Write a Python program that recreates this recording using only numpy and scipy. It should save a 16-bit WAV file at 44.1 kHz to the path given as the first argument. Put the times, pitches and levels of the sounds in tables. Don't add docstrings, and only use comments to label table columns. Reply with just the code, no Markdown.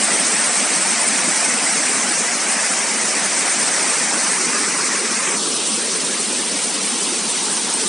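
import sys
import numpy as np
from scipy import signal
from scipy.fft import rfft, irfft
from scipy.io import wavfile
from scipy.ndimage import uniform_filter1d

SR = 44100
rng = np.random.default_rng(int(sys.argv[2]) if len(sys.argv) > 2 else 0)


def wav_record(signal):
    frames = np.transpose(np.atleast_2d(signal))
    bounded = np.clip(frames, -1, 1)
    quanta = np.round(bounded * 32767).astype(np.int16)
    wavfile.write(sys.argv[1], SR, quanta)


N = 347508

# frequency in Hz, relative level in dB.
OPEN_TONE = [(450, -7), (700, -6), (1050, -6.5), (1500, -5), (2000, -2.5), (2400, -4.5), (2800, -9),
             (3500, -10), (4500, -6), (5500, -2.5), (6300, -2), (6950, -4), (8200, 0), (9400, -1)]
# frequency in Hz, relative level in dB.
SHADED_TONE = [(450, 0), (660, -7.5), (950, -8), (1500, -9), (2300, -8.5), (3400, -8.5), (4500, -3.5),
               (6000, -1), (7000, -4), (8400, 2), (9400, 1.5)]
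# frequency in Hz, gain in dB.
MIC_RESPONSE = [(25, -53), (45, -46), (70, -37), (100, -31), (130, -22), (165, -11), (200, 7.5), (235, 0),
                (285, -0.5), (9400, 0), (9900, -5.5), (10400, -14.5), (11000, -31)]
# frequency in Hz, side level against mid in dB.
SPRAY_WIDTH = [(3700, -62), (4150, -22), (5400, -15.5), (6000, -10.5), (7500, -7), (9600, -8.5),
               (10500, -16)]
# time in seconds, share from 0 to 1.
MIC_FACING = [(0, 0.95), (0.6, 0.95), (1.75, 0.85), (2.25, 0.44), (3.2, 0.46), (3.75, 0.8), (4.3, 0.62),
              (4.9, 0.25), (6.2, 0), (7.88, 0.12)]
# time in seconds, pitch in Hz, lift in dB.
CUP_RING = [(0, 710, 3), (2.0, 720, 2), (3.0, 690, 1.3), (4.1, 700, 1.2), (4.3, 910, 2.5), (4.55, 1170, 4),
            (5.2, 1220, 2), (6.4, 1090, 0.2), (7.88, 895, 2.5)]
# time in seconds, centre in Hz, gain in dB.
HAND_NOTCH = [(0, 3600, -1.5), (2.3, 3620, -4), (3.8, 3480, -2.4), (4.4, 3350, -5.5), (5.15, 3280, -3.6),
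              (5.26, 4320, -4.5), (5.35, 3930, -5.5), (5.41, 2020, -5), (5.62, 1880, -5.5),
              (5.85, 1900, 0.7), (6.6, 1490, -2), (7.88, 2310, -1.5)]
# time in seconds, base level in dB.
BOOM_LEVEL = [(0, -28.5), (0.6, -32), (1.6, -31), (2.6, -33), (3.9, -31.5), (4.7, -30.5), (6.1, -30.5),
              (6.75, -32.5), (7.88, -31.5)]

FRAME, HOP = 1024, 128
HZ = np.fft.rfftfreq(FRAME, 1 / SR)
TIMES = np.arange(-(-N // HOP) + 1) * HOP / SR

FOAM_BASE_DB, FOAM_FACING_DB, FOAM_SHADED_DB = -24.5, 2, -2.3
SPRAY_BASE_DB, SPRAY_FACING_DB = -22.5, 3.3
SIZZLE_HZ, SIZZLE_FACING_DB = 8400, 3.5
HEAVE_DB, HEAVE_RATE_HZ = 1, 9.4
SLIP_AT_S, SLIP_EASE_S, SHADE_BEFORE_SLIP = 5.37, 0.012, 0.28
CUP_DIP_RATIO, CUP_DIP_DEPTH = 0.58, 1.5
NOTCH_LIFT_RATIO, NOTCH_LIFT_SHARE = 1.65, 0.3


def gain_of(db):
    return 10 ** (np.asarray(db) / 20)


def unit_rms(x):
    return x / np.sqrt(np.mean(x ** 2) + 1e-20)


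def over_hz(points):
    hz, value = np.transpose(points)
    return np.interp(np.log(HZ + 1), np.log(hz + 1), value)


def over_time(rows):
    seconds, *columns = np.transpose(rows)
    return [np.interp(TIMES, seconds, column)[:, None] for column in columns]


def spectra(x):
    return signal.stft(x, nperseg=FRAME, noverlap=FRAME - HOP)[2].T


def waveform(channels):
    return signal.istft(channels.transpose(0, 2, 1), nperseg=FRAME, noverlap=FRAME - HOP)[1][:, :N]


def bell(centre_hz, db, octaves):
    return db * np.exp(-.5 * (np.log2((HZ + 1) / centre_hz) / octaves) ** 2)


def below(edge_hz, order):
    return 1 / (1 + (HZ / edge_hz) ** order)


def band_gain(path, share, level_db):
    gain = path * np.sqrt(share)
    return gain * gain_of(level_db) / np.sqrt(np.mean(gain ** 2, axis=1, keepdims=True))


def surge(rate_hz):
    hz = np.fft.rfftfreq(len(TIMES), HOP / SR)
    shape = hz / (hz + 2) / np.sqrt(1 + (hz / rate_hz) ** 2)
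    swell = irfft(rfft(rng.standard_normal(len(TIMES))) * shape, len(TIMES))
    return unit_rms(swell)[:, None]


def smooth_frames(field, length_s):
    return uniform_filter1d(field, max(1, round(length_s * SR / HOP)), axis=0)


def gushes(length_s, width_hz):
    field = smooth_frames(rng.standard_normal((len(TIMES), len(HZ))), length_s)
    return unit_rms(uniform_filter1d(field, max(1, round(width_hz / HZ[1])), axis=1))


def bubble_swarm(low_hz, high_hz, per_s, decay_cycles, spread_db, rise, pitches):
    swarm = np.zeros(N)
    for hz in np.geomspace(low_hz, high_hz, pitches):
        age = np.arange(int(6 * decay_cycles * SR / hz) + 2) * hz / SR / decay_cycles
        ring = np.exp(-age) * np.sin(2 * np.pi * decay_cycles * age * (1 + rise * age))
        starts = np.flatnonzero(rng.random(N) < per_s / pitches / SR)
        sizes = gain_of(spread_db * np.minimum(rng.exponential(1, N)[:len(starts)], 4))
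        samples = (starts[:, None] + np.arange(len(ring))).ravel()
        swarm += hz * np.bincount(samples, np.outer(sizes, ring).ravel(), N)[:N]
    return unit_rms(swarm)


def water(drops, drops_db):
    return spectra(unit_rms(rng.standard_normal(N) + gain_of(drops_db) * drops))


def noise_suppressor(x, strength, memory_s, background_s):
    channels = np.array([spectra(channel) for channel in x])
    power = uniform_filter1d(abs(channels.mean(0)) ** 2, size=2, axis=1)
    recent = abs(smooth_frames(power, memory_s)) + 1e-16
    background = abs(smooth_frames(power, background_s)) + 1e-16
    depth = strength * (1 - below(240, order=2))
    gain = np.clip(recent / background, .1, 3) ** depth
    gain /= np.sqrt(np.sum(power * gain ** 2) / np.sum(power))
    return waveform(channels * gain)


def hand_slip():
    return .5 + .5 * np.tanh((TIMES[:, None] - SLIP_AT_S) / SLIP_EASE_S)


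def hand_cup():
    ring_hz, lift_db = over_time(CUP_RING)
    dip_db = bell(CUP_DIP_RATIO * ring_hz, -CUP_DIP_DEPTH * lift_db, octaves=0.2)
    return bell(ring_hz, lift_db, octaves=0.15) + dip_db


def hand_reflection():
    notch_hz, notch_db = over_time(HAND_NOTCH)
    lift_db = bell(NOTCH_LIFT_RATIO * notch_hz, -NOTCH_LIFT_SHARE * notch_db, octaves=0.2)
    return bell(notch_hz, notch_db, octaves=0.25) + lift_db


def path_to_mic(facing, covered):
    shade = SHADE_BEFORE_SLIP + (1 - SHADE_BEFORE_SLIP) * covered
    tone_db = (1 - shade) * over_hz(OPEN_TONE) + shade * over_hz(SHADED_TONE)
    sizzle_db = bell(SIZZLE_HZ, SIZZLE_FACING_DB * facing ** 2, octaves=0.1)
    return gain_of(tone_db + over_hz(MIC_RESPONSE) + sizzle_db + hand_cup() + hand_reflection())


def plunge_pool(gain):
    pockets = bubble_swarm(173, 512, per_s=110, decay_cycles=7.1, spread_db=0.5, rise=0.025, pitches=14)
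    lumps_db = 1.2 * gushes(length_s=0.1, width_hz=130)
    return gain * water(pockets, drops_db=-25) * gain_of(lumps_db - 0.22)


def foam(gain):
    bubbles = bubble_swarm(549.5, 3810, per_s=700, decay_cycles=17.2,
                           spread_db=1.5, rise=0.013, pitches=40)
    gushes_db = 0.12 * surge(rate_hz=17) + 0.46 * gushes(length_s=0.074, width_hz=260)
    return gain * water(bubbles, drops_db=-16.0) * gain_of(gushes_db - 0.5)


def spray(gain):
    droplets = bubble_swarm(3930, 10800, per_s=3500, decay_cycles=3.8,
                            spread_db=1.0, rise=0.0088, pitches=16)
    fineness = HZ / 8000
    flurries_db = 0.55 * surge(rate_hz=30) + 0.92 * fineness * gushes(length_s=0.026, width_hz=1200)
    gain = gain * gain_of(flurries_db - 0.8)
    mid = gain * water(droplets, drops_db=-7.5)
    side = gain * gain_of(over_hz(SPRAY_WIDTH)) * spectra(rng.standard_normal(N))
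    return mid, side


def scene():
    facing, covered = over_time(MIC_FACING)[0], hand_slip()
    pool_db = over_time(BOOM_LEVEL)[0] + HEAVE_DB * surge(rate_hz=HEAVE_RATE_HZ)
    foam_db = FOAM_BASE_DB + FOAM_FACING_DB * facing + FOAM_SHADED_DB * covered
    spray_db = SPRAY_BASE_DB + SPRAY_FACING_DB * facing
    path = path_to_mic(facing, covered)
    lows, highs = below(550, order=10), 1 - below(4000, order=12)
    sizzle, side = spray(band_gain(path, highs, spray_db))
    boom = plunge_pool(band_gain(path, lows, pool_db))
    rush = foam(band_gain(path, (1 - lows) * (1 - highs), foam_db))
    mid = boom + rush + sizzle
    return waveform(np.array([mid + side, mid - side]))


def record(dry):
    wet = noise_suppressor(dry, strength=.27, memory_s=.032, background_s=.25)
    wet = signal.sosfilt(signal.butter(1, 48, "highpass", fs=SR, output="sos"), wet)
    high_cut = signal.firwin(511, cutoff=11150, window=("kaiser", 9), fs=SR)
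    return signal.oaconvolve(wet, high_cut[None], "same")


dry = scene()
out = record(dry)
wav_record(out)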